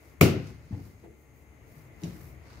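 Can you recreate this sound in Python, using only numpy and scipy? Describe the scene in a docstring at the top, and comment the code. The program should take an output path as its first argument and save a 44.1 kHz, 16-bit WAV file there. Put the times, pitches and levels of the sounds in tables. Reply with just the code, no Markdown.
"""In a tiled kitchen, hands brush softly, then a lump of soft dough is slammed onto a stone counter.
Its wet skin cracks, its weight thuds into the slab and the cabinet below, and the room rings briefly.
The dough is then folded, pressed down and picked up again, with dull rubs, lighter thuds and sticky ticks.
Hands and sleeves brush between the blows, over an appliance hum, slowly varying room noise and steady hiss.
Sines make the thuds and hum, filtered noise the rest; decaying noise makes the room, cosines the ringing."""
import sys
import numpy as np
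from scipy import signal
from scipy.fft import rfft, irfft
from scipy.io import wavfile
from scipy.ndimage import uniform_filter1d

SR = 44100
rng = np.random.default_rng(int(sys.argv[2]) if len(sys.argv) > 2 else 0)


def transcribe(u):
    """Save the signal u as a 16-bit wav file named by the first command-line argument.

    u: samples, shape (n,) or (channels, n), limited to [-1, 1]; the rate is SR.
    q: integer samples, one column per channel.
    """
    v = np.clip(np.atleast_2d(u).T, -1, 1)
    q = np.round(v * 32767).astype(np.int16)
    wavfile.write(sys.argv[1], SR, q)


N = 114660
T = np.arange(N) / SR  # seconds
FREQ = np.maximum(np.fft.rfftfreq(N, 1 / SR), 1)  # Hz, kept above zero for logarithms


def undb(db):
    """Decibels to amplitude gain."""
    return 10 ** (np.asarray(db) / 20)


def unit(x):
    """Scale to an rms of 1."""
    return x / np.sqrt(np.mean(x ** 2))


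def along(points, hz=FREQ, axis=1):
    """Read one column of a table on a log-frequency axis."""
    p = np.array(points, float)
    return np.interp(np.log(hz), np.log(p[:, 0]), p[:, axis])


def shaped(x, gain):
    """Filter by a gain per frequency, without delay."""
    return irfft(rfft(x) * gain, N)


def coloured(x, points):
    """Causal, minimum-phase filter of unit power with the given (Hz, dB) colour."""
    cepstrum = irfft(np.log(unit(undb(along(points)))), N)
    # Folding the cepstrum onto positive times keeps the response from starting early.
    fold = 1 + np.sign(np.fft.fftfreq(N))
    return shaped(x, np.exp(rfft(cepstrum * fold)))


def convolve(x, response):
    """Pass a sound through an impulse response."""
    return signal.fftconvolve(np.atleast_2d(x), np.atleast_2d(response), axes=1)[:, :N]


def pan(db):
    """Left and right gains; a positive level difference leans to the left."""
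    return undb(np.array([[db], [-db]]) / 2)


def diffuse():
    """Stereo noise from all around: alike in the bass, nearly unrelated in the treble."""
    # Each row: frequency in Hz, left-right correlation.
    likeness = [(60, 0.86), (250, 0.76), (600, 0.68), (1200, 0.034), (2200, 0.1), (5000, .05),
                (15000, 0.063)]
    c = np.clip(along(likeness), 0, .99)
    mid, side = rng.standard_normal((2, N))
    mid = shaped(mid, np.sqrt((1 + c) / 2))
    side = shaped(side, np.sqrt((1 - c) / 2))
    return mid + side * np.array([[1], [-1]])


def bursts(table):
    """Bell-shaped envelopes of brief contacts."""
    return sum(undb(db) * np.exp(-.5 * ((T - at) * 1000 / ms) ** 2) for at, db, ms in table)


def modes(table):
    """Response of a struck object: each mode is a cosine that dies away exponentially."""
    out = 0
    for hz, db, t60 in table:
        out = out + undb(db) * np.cos(2 * np.pi * hz * T) * np.exp(-np.log(1000) * T / t60)
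    return out


def thuds(room):
    """The soft mass swells against the slab and wobbles briefly; slab and cabinet ring on."""
    # Dough and hands landing on the counter.
    # Each row: time in seconds, relative level in dB, pitch in Hz, swell in ms, fade in ms.
    blows = [(0.2141, -14, 383, 1.8, 9.2), (0.2166, -9.5, 163, 3.4, 7.6), (0.2304, -10.5, 121, 2.3, 9.8),
             (0.2303, -12.5, 287, 0.9, 6.5), (0.7105, -32.5, 197, 1.5, 11.5),
             (0.731, -27.5, 101.7, 2.8, 11.8), (0.7297, -35.5, 244, 2.7, 2.3), (0.772, -40, 289.6, 3.6, 21),
             (0.782, -34.5, 127, 4, 4.8), (0.8170, -42, 132, 6, 9.3), (1.045, -55, 331, 8.1, 30),
             (1.7800, -47.5, 147, 12.3, 29), (2.0390, -37.5, 313, 7.1, 9), (2.0432, -27.5, 167.8, 5, 11),
             (2.0760, -38.5, 110, 3.7, 18), (2.239, -52.5, 101, 7.1, 10)]
    # Modes of slab and cabinet. Each row: frequency in Hz, relative level in dB, t60 in seconds.
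    counter = [(66, -15, .6), (90.1, -1.5, 0.45), (111.3, -7.5, 0.67), (151.4, -6, 0.19), (174.6, -6, 0.39),
               (237.4, -2.5, 0.48), (272, -4, 0.38), (278.2, -9.5, .4), (335, 2, .36), (381.3, -4, 0.46),
               (467, -9.5, 0.1), (626, -16.5, .31), (630, -16, 0.24), (748, -13.5, 0.39)]
    direct_db, ring_db, room_db, pan_db = -1.5, -52.5, -9.5, 3.5
    push = np.zeros(N)
    for at, db, hz, swell_ms, fade_ms in blows:
        ms = (T - at) * 1000
        swell = -.5 * (np.minimum(ms, 0) / swell_ms) ** 2
        fade = -np.maximum(ms, 0) / fade_ms
        push += undb(db) * np.exp(swell + fade) * np.sin(2 * np.pi * hz * (T - at))
    ring = undb(ring_db) * convolve(push, modes(counter))
    reverb = undb(room_db) * convolve(push, room)
    return (undb(direct_db) * push + ring + reverb) * pan(pan_db)


def smack(room, grain_db=4):
    """Air is squeezed from under the wet dough in one crack and a short crackle; tiles and sink answer."""
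    # Wet skin smacking the stone. Each row: time in seconds, relative level in dB, length in ms.
    smacks = [(0.2117, -8, 0.92)]
    # Colour of crack and crackle. Each row: frequency in Hz, relative level in dB.
    smack_colour = [(150, -18), (450, -2), (700, 11.5), (900, -12), (1250, 3.5), (1700, -18), (2300, 8.5),
                    (2850, -4.5), (3400, -12.5), (5200, -20), (6500, -14), (8500, -22.5), (11000, -17),
                    (15000, -10.5)]
    # The smack thrown back by the tiles. Each row: frequency in Hz, relative level in dB.
    echo_colour = [(150, 7.5), (450, 6.5), (700, 3), (900, 0), (1300, 2), (1700, -5.5), (2300, -3),
                   (2850, -5), (3400, -10), (5200, -8.5), (6500, -9.5), (8500, -14), (11000, -12),
                   (15000, -13)]
    # Faint ring of the steel sink. Each row: frequency in Hz, relative level in dB, t60 in seconds.
    sink = [(683, -6, 0.071), (1302, 0.5, 0.27), (1393, -5, 0.33), (2144, 3, 0.37), (2347, -18.5, 0.34),
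            (2540, -8, 0.8), (2740, 3, 0.4), (2973, 1.5, 0.31), (3490, 1, 0.16), (5800, -16, 0.13)]
    splat_db, splat_s = -16.5, 0.0157  # air pockets bursting as the dough spreads: level, decay
    echo_db, sink_db, pan_db = 19.5, -32, 1.7
    stereo_weight = 0.6  # weight of stereo noise against centred noise in the crack

    spread, kick = 0, 0
    for at, db, _ in smacks:
        spread = spread + undb(db + splat_db) * (T > at) * np.exp(-np.abs(T - at) / splat_s)
        kick = kick + undb(db) * signal.unit_impulse(N, int(at * SR))
    # The crackle takes a new random level every 32 samples.
    steps = np.repeat(rng.standard_normal(N // 32 + 1), 32)[:N]
    grains = unit(undb(grain_db * steps))
    jet = unit(rng.standard_normal(N) * (1 - stereo_weight) + diffuse() * stereo_weight)
    crackle = diffuse() * spread * grains
    crack = coloured(jet * bursts(smacks) + crackle, smack_colour)
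    echo = undb(echo_db) * convolve(coloured(kick, echo_colour), room)
    ring = undb(sink_db) * convolve(kick, modes(sink))
    return (crack + echo + ring) * pan(pan_db)


def squashes(room):
    """Dull, hollow rubs of filtered noise as the dough gives way under a palm."""
    # Palms squashing and shoving. Each row: time in seconds, relative level in dB, length in ms.
    shoves = [(0.738, -47, 14.5), (0.795, -52.5, 12.2), (1.047, -48.5, 12.6), (2.048, -45, 19)]
    # Each row: frequency in Hz, relative level in dB.
    squash_colour = [(100, -17.5), (200, 7), (350, 6), (480, 0.5), (620, -7.5), (820, -3), (1000, -14.5),
                     (1350, -19.5), (2000, -17), (5000, -37.5)]
    room_db, pan_db = -3, 1
    rub = coloured(diffuse() * bursts(shoves), squash_colour)
    return (rub + undb(room_db) * convolve(rub, room)) * pan(pan_db)


def ticks(room):
    """Small sticky contacts, as bright noise bursts, when fingers and dough meet or part."""
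    # Each row: time in seconds, relative level in dB, length in ms.
    contacts = [(0.472, -55, 2.9), (1.672, -68.5, 0.5), (2.019, -52, 0.71), (2.0362, -39.5, 0.76),
                (2.043, -51, 3.8)]
    # Each row: frequency in Hz, relative level in dB.
    tick_colour = [(500, -54), (1500, -16), (3000, -4.5), (5000, -7.5), (6800, -3), (8200, -19),
                   (10500, -12.5), (15000, -36)]
    room_db = -1.5
    tick = coloured(diffuse() * bursts(contacts), tick_colour)
    return tick + undb(room_db) * convolve(tick, room)


def brushing(grain_db=2):
    """Slightly grainy swishes that swell and fade with each move of the arms."""
    # Hands over flour, and sleeves. Each row: time of the peak in seconds, level in dB,
    # half length in seconds, treble tilt above 4500 Hz in dB per octave.
    brushes = [(0.072, -63, 0.064, 2), (0.466, -55.5, 0.054, -5.5), (0.747, -64, 0.14, -8),
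               (0.864, -62.5, 0.052, 6), (1.017, -72, 0.025, 0), (1.214, -67, .04, 11),
               (1.39, -65.5, 0.042, 8), (1.767, -60.5, 0.073, 5), (2.093, -56, .07, 1),
               (2.255, -56.5, 0.058, 5), (2.547, -56.5, 0.07, -8)]
    # Colour before the tilt. Each row: frequency in Hz, relative level in dB.
    brush_colour = [(1500, 1), (3300, -10.5), (4800, -4), (7000, -8.5), (8700, -11), (12000, -8),
                    (15000, -8.5)]
    flutter = unit(uniform_filter1d(rng.standard_normal(N), size=120))
    noise = diffuse() * unit(undb(grain_db * flutter))
    octaves_up = np.log2(np.maximum(FREQ / 4500, 1))
    out = 0
    for at, db, half_s, tilt_db in brushes:
        gain = undb(along(brush_colour) + tilt_db * octaves_up)
        swell = np.exp(-.5 * ((T - at) / half_s) ** 2)
        out = out + undb(db) * unit(shaped(noise, gain)) * swell
    return out


def background():
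    """Rumble and room noise that slowly rise and fall, a steady hiss above, and an appliance hum."""
    # Colour of the room noise. Each row: frequency in Hz, relative level in dB per Hz.
    air_colour = [(25, -39), (45, -8), (70, -3), (95, -6), (135, -5), (175, -18), (300, -15.5), (450, -22),
                  (680, -24), (820, -30), (1100, -28.5), (1600, -34), (2080, -25), (2600, -34),
                  (3400, -43.5), (5900, -46), (6450, -37.5), (6950, -39.5), (9300, -49.5), (10200, -40),
                  (11000, -45), (15000, -44)]
    # Course of the bass. Each row: time in seconds, level in dB before panning.
    rumble_db = [(0, -64.5), (0.3, -48), (1.201, -60), (1.7, -55), (2.2, -50), (2.6, -52.5)]
    # Course of the room noise above the bass. Each row: time in seconds, level in dB before panning.
    air_db = [(0, -58.5), (0.6, -60), (1.2, -63.5), (1.6, -59), (1.95, -56.5), (2.2, -55.5), (2.6, -57.5)]
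    # Tones of the appliance. Each row: frequency in Hz, rms level in dB before panning.
    tones = [(70, -57.5), (446.8, -73.5), (845.2, -80), (1389, -85.5), (2083, -78.5), (6395, -85),
             (6546, -87)]
    rumble_to_hz, hiss_from_hz = 160, 3960
    hiss_gain_db, pan_db = -54, 4.5

    air = unit(shaped(diffuse(), undb(along(air_colour))))
    bass = shaped(air, 1 / (1 + (FREQ / rumble_to_hz) ** 6))
    body = shaped(air, 1 / (1 + (FREQ / hiss_from_hz) ** 6))
    hiss = (air - body) * undb(hiss_gain_db)
    swelling = 0
    for noise, curve in ((bass, rumble_db), (body - bass, air_db)):
        level_db = np.interp(T, *np.array(curve).T)
        swelling = swelling + unit(noise) * undb(level_db)
    hum = 0
    for hz, db in tones:
        hum = hum + undb(db) * np.sqrt(2) * np.sin(2 * np.pi * (hz * T + rng.random()))
    return (swelling + hum) * pan(pan_db) + hiss


def kitchen(build_s=0.00077):
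    """Response of the tiled room: noise dense almost at once, mostly dying sooner in the treble."""
    # Reverberation. Each row: frequency in Hz, relative level in dB, t60 in seconds.
    reverberation = [(40, -18, 0.69), (102, 3, 0.79), (238, 4, 0.57), (500, 6.5, 0.43), (970, -4, 0.43),
                     (2240, 2, 0.52), (4500, 1, 0.39), (7800, -0.5, 0.26), (14130, -0.5, .24)]
    noise, out = diffuse(), 0
    centres = 2. ** np.arange(5, 15)  # octave bands in Hz, cross-faded into each other
    for hz, share in zip(centres, np.eye(len(centres))):
        t60 = along(reverberation, hz, axis=2)
        gain = np.interp(np.log(FREQ), np.log(centres), share) * undb(along(reverberation))
        # A longer decay starts lower, so that t60 leaves the energy of the band alone.
        start = np.sqrt(2 * np.log(1000) / (t60 * SR))
        out = out + shaped(noise, gain) * np.exp(-np.log(1000) * T / t60) * start
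    return out * (1 - np.exp(-T / build_s))


def scene():
    """All sources in one kitchen."""
    room = kitchen()
    return thuds(room) + smack(room) + squashes(room) + ticks(room) + brushing() + background()


def record(dry):
    """The phone's microphone path thins the deep bass, clips peaks at full scale and cuts the top."""
    low_cut_hz, top_hz = 55, 15600
    thin = signal.sosfilt(signal.butter(2, low_cut_hz, "high", fs=SR, output="sos"), dry)
    clipped = np.clip(thin, -1, 1)
    return signal.sosfilt(signal.ellip(10, .2, 80, top_hz, fs=SR, output="sos"), clipped)


dry = scene()
out = record(dry)
transcribe(out)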